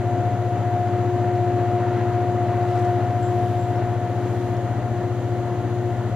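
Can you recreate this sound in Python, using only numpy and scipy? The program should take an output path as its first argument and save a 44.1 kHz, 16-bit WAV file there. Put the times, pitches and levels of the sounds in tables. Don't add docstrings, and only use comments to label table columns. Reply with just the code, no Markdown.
import sys
import numpy as np
from scipy import signal
from scipy.fft import irfft
from scipy.io import wavfile

SR = 44100
rng = np.random.default_rng(int(sys.argv[2]) if len(sys.argv) > 2 else 0)


def elevation(decibels):
    levels = np.asarray(decibels, float)
    return 10 ** (levels / 20)


def digitize_waveform(pressure):
    field = np.atleast_2d(pressure).T
    bounded = np.clip(field, -1, 1)
    quanta = np.round(bounded * 32767).astype(np.int16)
    wavfile.write(sys.argv[1], SR, quanta)


N = 271215

# (frequency [Hz], left-right likeness [-1..1], left-right balance [dB])
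STEREO_IMAGE = [(60, 0.97, 4.0), (300, 1, 4), (700, 0.94, 2.5), (1400, 0.96, 1.8), (3000, 0.99, -1),
                (6000, 0.29, 2.5), (15000, .05, -1.5)]


def in_time(rows):
    s, *columns = np.transpose(rows)
    return [np.interp(np.arange(N) / SR, s, c) for c in columns]


def at_hz(points, hz, column=1):
    points = np.array(points)
    return np.interp(np.log(hz), np.log(points[:, 0]), points[:, column])


def rms_one(x):
    return x / np.sqrt(np.mean(x ** 2) + 1e-20)


def drift(rate):
    step = 40
    r = np.exp(-2 * np.pi * step * rate / SR)
    white = rng.standard_normal(N // step + 4002)
    slow = signal.lfilter([1], [1, -2 * r, r * r], white)[4000:]
    return np.interp(np.arange(N) / step, np.arange(len(slow)), rms_one(slow - slow.mean()))


def bumps(rows):
    t, total = np.arange(N) / SR, 0
    for row in rows:
        peak, rise, fall, height = row[0], row[1], row[-2], row[-1]
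        ramp = np.interp(t, [peak - rise, peak, peak + fall], [0, 1, 0])
        total = total + height * np.sin(np.pi / 2 * ramp) ** 2
    return total


def pan(x, lr_db, sign=1):
    return np.array([elevation(lr_db / 2) * x, sign * elevation(-lr_db / 2) * x])


def resonance(x, hz, width):
    r = np.exp(-np.pi * width / SR)
    return signal.lfilter([1, 0, -1], [1, -2 * r * np.cos(2 * np.pi * hz / SR), r * r], x)


def banded_noise(spectrum, first_hz, patchy_db, tilt_db, alike_share):
    edges = first_hz * 2 ** np.arange(0, np.log2(.42 * SR / first_hz), .5)
    opposite = np.array([[1], [-1]])
    out, together, white = 0, drift(8.4), rng.standard_normal((2, 2, N + SR))
    for k, (low, high) in enumerate(zip(edges, edges[1:])):
        band = signal.butter(2, [low, high], "band", fs=SR, output="sos")
        mid, side = signal.sosfilt(band, white[k % 2])[:, SR:]
        hz = np.sqrt(low * high)
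        alike = np.clip(alike_share * at_hz(STEREO_IMAGE, hz), -1, 1)
        flicker_db = patchy_db * (1.7 * together + drift(9))
        gain = elevation(at_hz(spectrum, hz) + tilt_db * np.log2(hz / 1400) + flicker_db)
        lean = elevation(at_hz(STEREO_IMAGE, hz, column=2) / 2 * opposite)
        out = out + gain * lean * (np.sqrt(1 + alike) * mid + np.sqrt(1 - alike) * side * opposite)
    return rms_one(out)


def hiss():
    # (frequency [Hz], density [dB per Hz])
    hiss_spectrum = [(1500, -12), (3000, 7.5), (5000, -3), (8000, -5), (11000, -7.5), (15500, -8.5)]
    # (peak time [s], rise [s], fall [s], height [dB])
    gusts = [
        (2.8, 0.38, .4, 2.5),
        (3.45, 0.47, .5, 4),
        (4.45, 0.53, .17, 3.5),
    ]
    noise = banded_noise(hiss_spectrum, 1340.0, patchy_db=-0.1, tilt_db=0, alike_share=0.83)
    return elevation(-57 + bumps(gusts)) * noise


def rustles():
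    # (time [s], length [s], lowest frequency [Hz], level [dB])
    bursts = [
        (2.695, .025, 4600, -58),
        (2.752, .014, 4200, -54),
        (2.772, .012, 3800, -53),
        (2.784, .02, 3800, -52),
        (2.81, .025, 6000, -58),
        (2.843, .016, 4500, -53),
    ]
    out, top_hz, size = np.zeros((2, N)), 8600, 4410
    for s, length, low_hz, level_db in bursts:
        grains = rng.standard_normal((2, size)) * elevation(3 * rng.standard_normal(size))
        band = signal.butter(3, [low_hz, top_hz], "band", fs=SR, output="sos")
        grains = signal.sosfilt(band, grains)
        shape = np.sin(np.pi * np.clip(np.arange(size) / SR / length, 0, 1))
        start = round(s * SR)
        out[:, start:start + size] += elevation(level_db) * rms_one(grains) * shape
    return out


def birds():
    # (time [s], length [s], pitch [Hz], drop into the pitch [Hz], level [dB])
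    calls = [
        (2.70, 0.02, 5100, 50, -54.5),
        (3.216, 0.085, 7350, 800, -50.5),
        (3.585, 0.08, 7430, 0, -55),
        (3.675, .025, 7450, 50, -61),
        (3.745, .065, 5420, 30, -60.5),
        (3.782, 0.045, 3620, 50, -56.5),
        (5.115, 0.037, 3050, 0, -57),
    ]
    drop_s, attack_s, release_share = .005, .008, .75
    trill_per_s, trill_hz, trill_depth = 62, 140, .7
    out, size = np.zeros((2, N)), 8820
    t = np.arange(size) / SR
    echo_decay = .035 * np.exp(-np.arange(2600) / SR / 0.035)
    for s, length, end_hz, drop_hz, level_db in calls:
        trill = 2 * np.pi * trill_per_s * rng.uniform(0.7, 1.5) * t
        hz = end_hz + drop_hz * np.exp(-t / drop_s) + trill_hz * np.sin(trill)
        attack = np.clip(t / attack_s, 0, 1)
        release = np.clip((length - t) / (release_share * length), 0, 1)
        whistle = np.sin(2 * np.pi * np.cumsum(hz) / SR)
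        call = attack * release * (1 + trill_depth * np.cos(trill)) * whistle
        start = round(s * SR)
        for side in (0, 1):
            echoes = rng.standard_normal(2600) * echo_decay
            echoes[2 * side] = 1
            out[side, start:start + size] += elevation(level_db) * signal.fftconvolve(call, echoes)[:size]
    return out


def ticks():
    # (time [s], peak [dB], left-right balance [dB])
    cracks = [(0.8839, -44, -1.5), (1.3603, -44, -2.0), (2.4728, -45, -1.0), (2.6294, -44, -0.5),
              (2.6894, -43, -0.5), (2.7561, -43, -1.0), (2.7751, -40, -0.5), (2.7894, -42, -0.5),
              (2.8479, -42, -1.0), (3.1073, -43, -1.0), (4.568, -41, -1.5), (5.2435, -42, -1.5),
              (5.79, -46, -1)]
    out, size = np.zeros((2, N)), 200
    fade = np.exp(-np.arange(size) / SR / .0008)
    band = signal.butter(3, [2200, 6000], "band", fs=SR, output="sos")
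    for s, peak_db, lr_db in cracks:
        splinters = rng.standard_normal(size) + .6 * rng.standard_normal((2, size))
        crack = signal.sosfilt(band, fade * splinters)
        crack = crack / np.abs(crack).max() * pan(np.ones(1), lr_db)
        start = round(s * SR)
        out[:, start:start + size] += elevation(peak_db + 4.5) * crack
    return out


def drive_whine():
    # (centre [Hz], spacing [Hz], side tones each way [count], level [dB], left-right balance [dB])
    families = [(3016.5, 111.8, 3, -67, 1), (3167.4, 158.37, 3, -74, 2), (4156.8, 111.2, 1, -72, 0),
                (4220, 0, 0, -76, 2), (4544, 48.5, 1, -77, 2), (6454.8, 223.5, 3, -71, -9),
                (6343, 223.5, 3, -79, -9), (6395, 111.2, 1, -76, -9), (6493.5, 158.4, 4, -72, -9),
                (6810, 26.5, 1, -79, -8), (6651.5, 28, 1, -80, -8)]
    side_loss = {111.8: 1.8, 223.5: 2.8, 158.4: 2.2}
    t, out = np.arange(N) / SR, 0
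    for centre_hz, spacing, count, db, lr_db in families:
        for k in range(-count, count + 1):
            level_db = db - abs(k) * side_loss.get(spacing, 0)
            angle = 2 * np.pi * (centre_hz + k * spacing) * t + 1.5 * drift(4)
            height = np.sqrt(2) * elevation(level_db - 1.5 + 1.5 * drift(4))
            lag = rng.uniform(1.2, 2.4) * np.array([[0], [1]])
            out = out + height * np.sin(angle + lag) * pan(np.ones(1), lr_db)
    return out


def drum_in_housing():
    # (frequency [Hz], width [Hz])
    modes = [(2500, 200), (3350, 500), (4100, 300), (5000, 900), (6400, 600), (7400, 350), (8400, 1200),
             (9850, 280), (11000, 1200), (13300, 2500)]
    # (bearing noise [dB], drum comb [dB], left-right balance [dB], left-right sign [clipped to
    mode_levels = [(-67, -81, -8.5, -1.1), (-68, -78, 4, -0.69), (-67, -66.5, -0.5, -1),
                   (-76, -71, 0, -1.3), (-72.5, -76, -7, -1.2), (-69.5, -76.5, -10.5, 0.091),
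                   (-72.5, -77.5, -1, -1.1), (-75, -75, -3.5, -1.2), (-76, -72, 5, -0.33),
                   (-87.5, -75, 2, -.3)]
    drum_hz, out = 74.93, 0
    lines = elevation(3 * rng.standard_normal(206)) * np.exp(2j * np.pi * rng.random(206))
    pattern = irfft(lines, n=16384)
    drum = pattern[(drum_hz * (np.arange(N) / SR) % 1 * len(pattern)).astype(int)]
    for (hz, width), (noise_db, comb_db, lr_db, sign) in zip(modes, mode_levels):
        noise = rng.standard_normal((2, N))
        noise[1] = 0.74 * np.clip(sign, -1, 1) * noise[0] + 0.58 * noise[1]
        bearing = rms_one(resonance(resonance(noise, hz, width), hz, width)) * pan(np.ones(1), lr_db)
        ringing = rms_one(resonance(resonance(drum, hz, width), hz, width))
        comb = pan(ringing, lr_db, .3 * np.sign(sign))
        out = out + elevation(noise_db + 1.5 * drift(8)) * bearing + elevation(comb_db) * comb
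    return out


def screened():
    from_s, to_s = 2.83, 5.24
    return np.sin(np.pi / 2 * np.interp(np.arange(N) / SR, [from_s, to_s], [0, 1])) ** 2


def roar():
    # (frequency [Hz], density [dB per Hz])
    roar_spectrum = [(25, -22), (42, -10.5), (56, -11), (90, 0), (150, -4), (200, -1.5), (270, 5),
                     (370, -6.5), (650, -1.5), (850, -8.5), (1100, -11.5), (2000, -18), (2500, -29.5),
                     (3500, -35.5), (5000, -54.5), (8000, -49)]
    # (time [s], level [dB])
    carry = [(0, -1.4), (.6, -1), (1.4, 0.3), (2.0, 1.8), (2.3, 0), (2.8, 1), (3.2, -0.8), (3.6, -0.2),
             (4.3, 0.8), (5.3, -0.15), (6.15, 0.1)]
    level_db = in_time(carry)[0] - 3 * screened()
    tilt_db = 0.3638 * level_db + 0.25
    far = banded_noise(roar_spectrum, 22.31, patchy_db=0.37, tilt_db=tilt_db, alike_share=0.94)
    air = signal.butter(4, 7000, fs=SR, output="sos")
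    return elevation(level_db - 29) * signal.sosfilt(air, far)


def engine():
    strong_orders = {7: (-27, 3.8), 8: (-26.5, 0.48), 24: (-26, 3.9), 48: (-25.5, 9.8)}
    faint_orders = {6: -48, 9: -49, 12: -44, 16: -49, 32: -57, 36: -56, 42: -53, 72: -63, 96: -59.5, 117:
                    -61, 156: -66}
    fades = {7: [(0, 0.079, 1), (2.2, 0.66, 1.5), (5.5, 0.13, 6)], 8: [(.83, 0.18, 2.5), (4.2, 0.2, 0.5)],
             24: [(0, 0.26, 4.5), (.3, 0.15, 10.5), (.62, 0.41, 7.5), (1.7, 0.064, 2.5), (2.35, 0.67, 2),
             (3.13, 0.14, 9), (3.65, 0.35, 5.5), (4.05, 0.3, 4.5), (4.75, 0.23, 9), (5.2, 0.098, 3),
             (5.97, 0.073, 7), (6.15, .1, 14)], 48: [(0, 0.12, 7.5), (.4, 0.4, 3), (1.15, 0.44, 3.5),
             (2.1, 0.88, 2), (3.2, 0.45, 1.5), (3.6, .14, 0), (4.3, 0.22, 2), (4.7, 0.097, -2),
             (5.45, 0.089, -2.5)]}
    shaft_hz, wander_m, sound_speed = 14.8435, 0.049, 343
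    flutter_per_order, flutter_hz, screen_flutter = .0052, 9, .6
    turn = 2 * np.pi * shaft_hz * (np.arange(N) / SR + wander_m * drift(1.0) / sound_speed)
    hidden, out, levels = screened(), 0, []
    for order, (db, loss_db) in strong_orders.items():
        levels.append((order, db - loss_db * hidden - bumps(fades[order])))
    for order, level_db in levels + list(faint_orders.items()):
        depth = flutter_per_order * (1 + screen_flutter * hidden) * order / (1 + order / 90)
        flutter = 1 + depth * (drift(flutter_hz) + 1j * drift(flutter_hz))
        tone = np.sqrt(2) * elevation(level_db) * np.imag(flutter * np.exp(1j * order * turn))
        out = out + pan(tone, at_hz(STEREO_IMAGE, order * shaft_hz, column=2))
    return out


def capsules(far):
    left = signal.lfilter([0, 1], [1], far[0])
    right = signal.lfilter(*signal.butter(1, 20, "high", fs=SR), far[1])
    return np.array([left, right])


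def scene():
    near = hiss() + rustles() + birds() + ticks() + drive_whine() + drum_in_housing()
    return near + capsules(roar() + engine())


def low_pass(x):
    return signal.sosfilt(signal.butter(12, 15730, fs=SR, output="sos"), x)


def record(dry):
    cut = signal.ellip(14, .5, 60, 15420, fs=SR, output="sos")
    mix = signal.sosfilt(cut, dry)
    return low_pass(mix)


dry = scene()
out = record(dry)
digitize_waveform(out)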